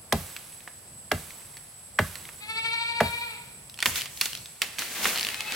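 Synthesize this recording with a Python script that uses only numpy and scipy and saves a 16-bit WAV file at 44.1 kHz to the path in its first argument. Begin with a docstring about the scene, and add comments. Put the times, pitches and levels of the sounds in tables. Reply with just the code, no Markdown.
"""Machete felling a tree limb

Four blows up a tree ring the trunk's modes and shake the leaves. The limb cracks as its fibres give,
crashes through the foliage snapping twigs, and creaks by stick-slip. A goat bleats twice: quavering
harmonics shaped by its throat. Crickets sing throughout; the surrounding trees return a soft echo."""
import sys
import numpy as np
from scipy import signal
from scipy.fft import rfft, irfft
from scipy.io import wavfile
from scipy.ndimage import uniform_filter1d

SR = 44100
rng = np.random.default_rng(int(sys.argv[2]) if len(sys.argv) > 2 else 0)


def master(y):
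    """Save y as 16-bit WAV."""
    cut = np.clip(np.atleast_2d(y).T, -1, 1)
    pcm = np.round(cut * 32767)  # scale
    wavfile.write(sys.argv[1], SR, pcm.astype(np.int16))


N = 244755
TIME = np.arange(N) / SR

# blade blows: t/s, thud/dB, hollow knock/dB, hard knock/dB, bite/dB, crack/dB, leaves/dB,
# f/Hz of the mode struck at its node
BLOWS = [(0.1228, -20.5, -22, -15, -18, -16.5, -39, 600), (1.1139, -25, -24.5, -19, -16.5, -23, -41.5, 827),
         (1.9873, -23, -25.5, -16.5, -12.5, -26.5, -40, 694),
         (3.0033, -23, -17.5, -12, -14.5, -26, -41, 435)]


def chopping():
    """The blade bites with a crack, the trunk knocks, the crown shivers."""
    # shaken leaves: f/Hz, level/dB
    shiver_spectrum = [(200, -1.5), (700, -1), (2000, -0.5), (4000, -2.5), (7000, -4), (11000, 0.5),
                       (16000, -5.5)]
    out, shake, t = np.zeros((2, N)), np.zeros(N), TIME[:SR // 8]
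    for at_s, thud_db, hollow_db, hard_db, bite_db, crack_db, leaf_db, node_hz in BLOWS:
        blow = [(220, thud_db), (420, hollow_db), (640, hard_db), (850, hard_db), (1400, bite_db)]
        add(out, at_s, trunk(blow, node_hz))
        crack = band(noise(0.8, len(t)), 1500, 5500) + undb(-7) * band(noise(0.21, len(t)), 7400, 13800)
        add(out, at_s + 0.001505, pan(undb(crack_db) * unit(crack) * fade(t, 0.0012, 0.0036), -1.8))
        shake += undb(leaf_db) * fade(TIME - at_s, 0.011, 0.27)
    echo = undb(-15.5) * woods(band(out, 330, 12000), t60_s=0.28, top_hz=9500)
    shiver = shake * leaves(shiver_spectrum, side=0.5, rate_hz=2500, scatter_db=5.7)
    return pan(out + echo, -0.6) + pan(shiver, -3.5)


def trunk(blow_spectrum, node_hz):
    """Bending waves run down the trunk, low ones slowest; a mode struck at its node is weak."""
    # trunk modes: f/Hz, level/dB, t60/s (capped below)
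    modes = [(55.7, -15.5, 0.53), (80.5, -6.5, 0.68), (92.5, -7.5, 0.35), (116.6, -15, 0.15),
             (149.9, -5.5, 0.21), (180, -8.5, 0.39), (235.4, 0, 0.12), (406.5, -3, 0.14), (486, -4, 0.067),
             (608, 2.5, 0.05), (691, -1.5, 0.058), (806, -3.5, 0.075), (1015, -4.5, 0.035),
             (1226, 1, 0.017), (1470, -8.5, 0.034), (1669, 1.5, 0.027), (2004, -0.5, 0.032),
             (2320, -12, 0.058), (2695, -17, 0.114)]
    out, t = np.zeros((2, SR // 2)), TIME[:SR // 2]
    travel_s = lambda hz: max(0.1937 / np.sqrt(hz) - 0.0042, 0)
    node_db = lambda hz: -9 * np.exp(-(np.log(hz / node_hz) / 0.11) ** 2)
    drive = lambda hz: gain_at(hz, blow_spectrum) * undb(node_db(hz))
    for hz, db, t60_s in modes:
        detune, phase = 1 + 0.02 * rng.standard_normal(), 2 * np.pi * rng.random()
        envelope = fade(t - travel_s(hz), 0.00026 + 0.74 / hz, min(t60_s, 0.3) / np.log(1000))
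        out += undb(db - 3) * drive(hz) * np.sin(2 * np.pi * hz * detune * t + phase) * envelope
    for hz in 90 * 2 ** (np.arange(11) / 2):  # dense weak modes as noise bands
        wood = unit(band(noise(0.099, len(t)), hz / 1.217, hz * 1.27))
        envelope = fade(t - travel_s(hz), 0.0019, 0.01 * (700 / hz) ** 0.6)
        out += undb(-12.5) * drive(hz) * wood * envelope
    return out


def breaking():
    """Fibre bundles give in bursts that ring the limb; the main break jolts the trunk."""
    # limb cracks: t/s, level/dB, decay/s, f/Hz
    cracks = [(0.364, -32.5, 0.0034, 2420), (0.676, -33, 0.0016, 1500), (1.569, -35, .0007, 2880),
              (2.155, -31.5, 0.0014, 2880), (2.289, -38.5, 0.0044, 1920), (3.789, -29, .0013, 2460),
              (3.8253, -16.5, 0.0036, 2470), (3.8576, -14, 0.00478, 2360), (3.957, -24, 0.0036, 3200),
              (4.057, -31, 0.0032, 2970), (4.2114, -13.5, 0.0032, 3536), (4.2559, -20.5, 0.00325, 3230),
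              (4.618, -14, 0.00199, 2800), (4.7849, -24.5, .002, 2800), (4.7911, -28, 0.0017, 5500),
              (4.82, -26, .0032, 2200), (5.0543, -17, 0.0047, 1850)]
    # limb modes: f/Hz, level/dB
    modes = [(1860, 2), (2700, -4.5), (3170, -13), (3960, -9), (4400, 4.5)]
    out, t = np.zeros((2, N)), TIME[:SR // 8]
    click = band(signal.unit_impulse(len(t), idx=SR // 1000), 4500, 16000)
    for at_s, db, fall_s, hz in cracks:
        splinter_db = -6 + 8.5 * np.log2(hz / 2750)  # higher cracks splinter more
        body = unit(band(noise(0.32, len(t)), hz / 1.65, hz * 1.492))
        splinters = undb(splinter_db) * unit(band(noise(0.33, len(t)), 3300, 11800))
        fibres = unit(undb(11.3 * uniform_filter1d(rng.standard_normal(len(t)), size=12)))
        ring = 0
        for mode_hz, mode_db in modes:
            coupling = np.exp(-(np.log(mode_hz / hz) / 0.5) ** 2)
            ring += undb(mode_db) * coupling * np.sin(2 * np.pi * (mode_hz * t + rng.random()))
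        ring *= undb(-4.5) * fade(t, 0.000276, 0.0026)
        echo = unit(band(noise(0.213, len(t)), hz / 3.25, hz * 1.64))
        echo *= undb(-11.5) * fade(t, 0.0022, 0.0083)
        burst = (body + splinters) * fibres * fade(t, 0.00062, fall_s)
        add(out, at_s, undb(db) * (burst + ring + echo + undb(splinter_db + 17.5) * click))
    out = pan(out + undb(-12.5) * woods(out, t60_s=0.76, top_hz=13000), -2.6)
    add(out, 3.858, trunk([(90, -31.5), (400, -39), (900, -39), (1500, -39)], node_hz=160))
    return out


def twigs():
    """Each snap or slip of wood is one hard click and a tiny rattle."""
    # loudest snaps: t/s, level/dB, f/Hz
    loud_snaps = [(0.605, -31, 2180), (1.306, -25, 2200), (2.253, -24.5, 2100), (3.697, -23, 3300),
                  (3.742, -22.5, 3120), (3.8033, -13, 2940), (4.0099, -14, 2990), (4.018, -11, 2940),
                  (4.1737, -22, 3200), (4.3316, -15.5, 2920), (4.351, -11.5, 3016), (4.3733, -21, 3450),
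                  (4.4581, -21, 3280), (5.0445, -7, 2760), (5.0722, -9, 6300), (5.1585, -11, 2800),
                  (5.3438, -9.5, 2500), (5.4062, -8, 2650), (5.5217, -9.5, 2520)]
    # snap spectrum: f/pitch, level/dB
    snap_spectrum = [(.1, -18.5), (.7, 0.5), (1, 10.5), (1.3, 4), (1.6, 7.5), (2.2, -4), (3.6, -3),
                     (5.8, -17.5)]
    out, t = np.zeros((2, N)), TIME[:SR // 32]
    debris = []  # bits drop after each blow
    for at_s, *_ in BLOWS:
        debris += scatter(at_s + 0.21, at_s + 0.45, db=-35, hz=2200, count=2)
    slips = creak(start_s=5.1752, db=-9, hz=2750, count=8)
    sag = scatter(3.75, 4, db=-24, hz=3150, count=8)  # twigs give as the limb sags
    for at_s, db, hz in list(loud_snaps) + slips + debris + sag:
        snap = undb(-10.5) * noise(0.43, len(t)) * fade(t - 0.001, 0.000587, 0.00073)
        snap[:, SR // 1000] += 1
        snap = colour(snap, [(hz * ratio, gain_db) for ratio, gain_db in snap_spectrum])
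        add(out, at_s - 0.0005, undb(db - 3) * snap / np.abs(snap).max())
    return out + undb(-8.5) * woods(out, t60_s=0.32, top_hz=16000)


def scatter(start_s, end_s, db, hz, count):
    """Uneven snaps strewn over a span; rows of t/s, level/dB, f/Hz."""
    return [(start_s + (end_s - start_s) * (k + rng.random()) / count,
             db + 1.5 * rng.standard_normal(),
             hz * 2 ** rng.uniform(-0.25, 0.132)) for k in range(count)]


def creak(start_s, db, hz, count):
    """The fallen limb sticks and slips, slowing to an even pace; rows of t/s, level/dB, f/Hz."""
    gaps_s = np.minimum(0.0085 * 1.32 ** np.arange(count - 1), 0.0194)
    return [(at_s, db + rng.standard_normal(), hz) for at_s in start_s + np.append(0, np.cumsum(gaps_s))]


def falling():
    """The limb drops through foliage in lurches: twigs swish, leaves hiss, boughs rumble."""
    # lurches: peak t/s, swell/s, decay/s, swish/dB, hiss/dB, boughs/dB
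    lurches = [(3.865, 0.016, 0.053, -48, -27, -41), (3.98, 0.032, 0.038, -29.5, -29, -47.5),
               (4.17, 0.08, 0.24, -54, -42, -77), (4.225, 0.015, 0.0616, -35.5, -30, -52),
               (4.625, 0.00367, 0.042, -36, -33, -43), (4.795, 0.0061, 0.072, -30.5, -33, -41.5),
               (5.068, 0.13, .2, -30, -28.5, -37), (5.55, 0.082, .1, -32, -38.5, -42)]
    # twig, leaf and bough spectra: f/Hz, level/dB
    swish_spectrum = [(400, -15.5), (1000, -14.5), (2000, 1.5), (3000, -1), (4500, -3), (6500, -14),
                      (10000, -22)]
    hiss_spectrum = [(2500, -20), (6000, -2), (9000, -2.5), (12000, -3.5), (16000, -5)]
    bough_spectrum = [(40, -21), (110, -16), (220, 5), (310, -0.5), (430, 2), (900, 1), (1800, 2),
                      (4000, -42)]
    power = np.zeros((3, N))
    for peak_s, swell_s, fall_s, *levels_db in lurches:
        surge = np.exp(-np.maximum((peak_s - TIME) / swell_s, (TIME - peak_s) / fall_s))
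        power += np.outer(undb(levels_db), surge) ** 2
    swish, hiss, boughs = np.sqrt(power)
    swish = swish * undb(1.5 * walk(45)) * leaves(swish_spectrum, 0.46, rate_hz=2200, scatter_db=24)
    hiss = hiss * undb(walk(60)) * leaves(hiss_spectrum, 0.97, rate_hz=3000, scatter_db=15)
    boughs = boughs * undb(1.7 * walk(30)) * leaves(bough_spectrum, 0.082, rate_hz=1500, scatter_db=9.1)
    return pan(swish + hiss + boughs, 0.58)


def leaves(spectrum, side, rate_hz, scatter_db):
    """Random leaf contacts of uneven size over smooth hiss; rms 1."""
    size = undb(scatter_db * rng.random((2, N))) * rng.choice([-1, 1], (2, N))
    contacts = (rng.random((2, N)) < rate_hz / SR) * size
    return colour(spread(unit(contacts), side) + noise(side), spectrum)


def goat():
    """A long bleat, then a short one."""
    # bleats: t/s, hold/s, swell/s, f/Hz, scoop/Hz, level/dB, roughness, nasal ring/dB, right-ear lag/s
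    bleats = [(2.39, .86, .085, 447.9, 46, -23, 0.15, -23, 0.00019),
              (5.285, .4, 0.01104, 423, -17.5, -39.5, 0.09, 3.5, .00005)]
    return sum(bleat(*row) for row in bleats)


def bleat(start_s, hold_s, swell_s, pitch_hz, scoop_hz, level_db, roughness, nasal_db, lag_s):
    """A high, quavering voice tightens, holds and lets go; weak and hoarse at both ends."""
    # throat response: f/Hz, level/dB
    throat = [(460, -21), (930, -5), (1400, -11), (1850, -12.5), (2330, 1), (2580, 0), (2850, -13),
              (3250, -12), (3700, -9), (4170, -10.5), (4630, -14), (5150, -27), (6500, -31), (9000, -48)]
    release_s, climb_hz_per_s, tire_db_per_s = 0.14, 31, 11
    quaver_hz, slowing_hz_per_s = 13.1, 1.6
    t = np.clip(TIME - start_s, 0, hold_s + release_s)
    slack, release = np.exp(-t / swell_s), np.maximum(t - hold_s, 0) / release_s
    hz = pitch_hz + climb_hz_per_s * t - scoop_hz * slack - 70.3 * release
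    db = level_db - tire_db_per_s * t - 30 * slack - 13.5 * release
    rough = roughness + 0.346 * (slack + release / 2)
    # the quaver slows and flattens as the goat tires
    quaver_s = t - 0.037
    throb = np.cos(2 * np.pi * (quaver_hz * quaver_s - slowing_hz_per_s * quaver_s ** 2 / 2))
    depth_db = 6.5 * np.exp(-t / 0.92)
    hz *= 1 + 0.008 * throb + 0.03 * rough * walk(350) + 0.00207 * walk(70)
    phase = 2 * np.pi * np.cumsum(hz) / SR
    on, voice = (t > 0) & (t < hold_s + release_s), np.zeros(N)
    for k in range(1, 17):
        flutter_db = 0.22 * min(k, 10) * walk(60)[on]
        tilt_db = 3 * (0.29 - t[on]) * np.log2(k / 2)  # closing mouth: bright to dull
        voice[on] += gain_at(k * hz[on], throat) * undb(flutter_db + tilt_db) * np.sin(k * phase[on])
    rasp = colour(band(rng.standard_normal(N), 3100, 9400) * (1 + np.cos(phase)), throat) * on
    call = (voice + rough * rasp) * undb(db + depth_db * (throb - 1))
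    call += undb(nasal_db) * band(call, 2590, 2630)  # pinched throat rings
    # goat on the left: right ear later and thinner
    right = np.roll(call - 0.4 * band(call, 600, 1700), round(lag_s * SR))
    ears = np.array([call, right])
    return pan(ears, 3.6) + undb(-6) * woods(ears, t60_s=0.82, top_hz=6210)


def insects():
    """A far chorus in two narrow bands; a near cricket chirps in pairs."""
    # chorus bands: f/Hz, width/Hz, level/dB
    bands = [(8030, 720, -50.5), (10668, 820, -55)]
    # cricket bouts: start/s, end/s, period/s
    bouts = [(.128, 2.0, .2022), (2.183, 3, .2015)]
    bins_hz = np.fft.rfftfreq(N, 1 / SR)

    def shrill(hz, width_hz):
        return unit(irfft(rfft(noise(0.87)) * np.exp(-2 * ((bins_hz - hz) / width_hz) ** 2), N))

    chorus = sum(undb(db + 1.54 * walk(22.01) + 1.4 * walk(130)) * shrill(hz, width_hz)
                 for hz, width_hz, db in bands)
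    starts_s = np.concatenate([np.arange(*bout) for bout in bouts])
    pair_s, pair_gain = [-0.016, -0.004, 0.01, 0.025, 0.04, 0.055, 0.07], [0, 1, 0.9, 0.15, 0.9, 0.8, 0]
    chirps = sum(np.interp(TIME - at_s, pair_s, pair_gain) for at_s in starts_s)
    wing_hz = 7870 + 25 * walk(150)
    wing = np.sin(2 * np.pi * np.cumsum(wing_hz) / SR) + 0.5 * shrill(7910, 130)
    drop_db = np.interp(TIME, [3.6, 3.8], [0, -1.5])
    return pan(chorus + undb(-47.5) * chirps * wing, -2.3) * undb(drop_db)


def air():
    """Quiet outdoor air: near-mono rumble under diffuse hiss."""
    # air spectrum: f/Hz, level/dB
    spectrum = [(20, -16), (60, 5), (140, 9), (300, -4.5), (700, -3.5), (1200, -6.5), (2500, -8.5),
                (4200, -11), (5100, -7), (6000, -14), (9000, -8.5), (12500, -11), (16000, -16.5)]
    rumble = band(noise(0.146), 33, 720) * undb(1.8 * walk(6))
    hiss = band(noise(0.94), 450, SR / 2)
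    return undb(-51.5) * colour(rumble + hiss, spectrum)


def woods(x, t60_s, top_hz):
    """Echo scattered by trunks and crowns, different in each ear."""
    echo = band(noise(0.56, SR), 180, top_hz) * fade(TIME[:SR], 0.00099, t60_s / np.log(1000))
    return signal.fftconvolve(x, echo / np.sqrt(np.sum(echo ** 2) / 2), axes=-1)[:, :N]


def undb(db):
    """Decibels to gain."""
    return 10 ** (np.asarray(db) / 20)


def unit(x):
    """Scale to rms 1."""
    return x / np.sqrt(np.mean(x ** 2))


def gain_at(hz, spectrum):
    """Gain from (f/Hz, level/dB) points on a log-frequency axis."""
    points_hz, db = np.transpose(spectrum)
    return undb(np.interp(np.log(hz + 1), np.log(points_hz), db))


def colour(x, spectrum):
    """Shape by a spectrum; rms 1."""
    size = x.shape[-1]
    return unit(irfft(rfft(x) * gain_at(np.fft.rfftfreq(size, 1 / SR), spectrum), size))


def band(x, lo_hz, hi_hz):
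    """Gentle band-pass, capped below Nyquist."""
    sos = signal.butter(2, [lo_hz, min(hi_hz, SR / 2 - 1000)], "band", fs=SR, output="sos")
    return signal.sosfilt(sos, x)


def spread(pair, side):
    """Mid/side to left/right."""
    return np.array([pair[0] + side * pair[1], pair[0] - side * pair[1]]) / np.hypot(1, side)


def noise(side, size=N):
    """White stereo noise; side sets the width."""
    return spread(rng.standard_normal((2, size)), side)


def pan(x, db):
    """Left louder than right by db."""
    return x * undb(np.array([[db], [-db]]) / 2)


def walk(rate_hz):
    """Smooth random drift, rms near 1."""
    step = int(SR / rate_hz)
    return unit(uniform_filter1d(np.repeat(rng.standard_normal(N // step + 1), step), step))[:N]


def fade(t, rise_s, fall_s):
    """Quick swell, exponential decay; peak 1."""
    t = np.maximum(t, 0)
    shape = (1 - np.exp(-(t / rise_s) ** 2)) * np.exp(-t / fall_s)
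    return shape / shape.max()


def add(out, at_s, x):
    """Mix x in at at_s."""
    i = int(at_s * SR)
    out[:, i:i + x.shape[-1]] += x[..., :N - i]


def scene():
    """All sources, heard from the foot of the tree."""
    return chopping() + breaking() + twigs() + falling() + goat() + insects() + air()


def record(dry):
    """Soft clip, then steep low-pass."""
    top_hz = 15900
    return signal.sosfiltfilt(signal.ellip(8, 0.1, 60, top_hz, fs=SR, output="sos"), np.tanh(dry))


dry = scene()
out = record(dry)
master(out)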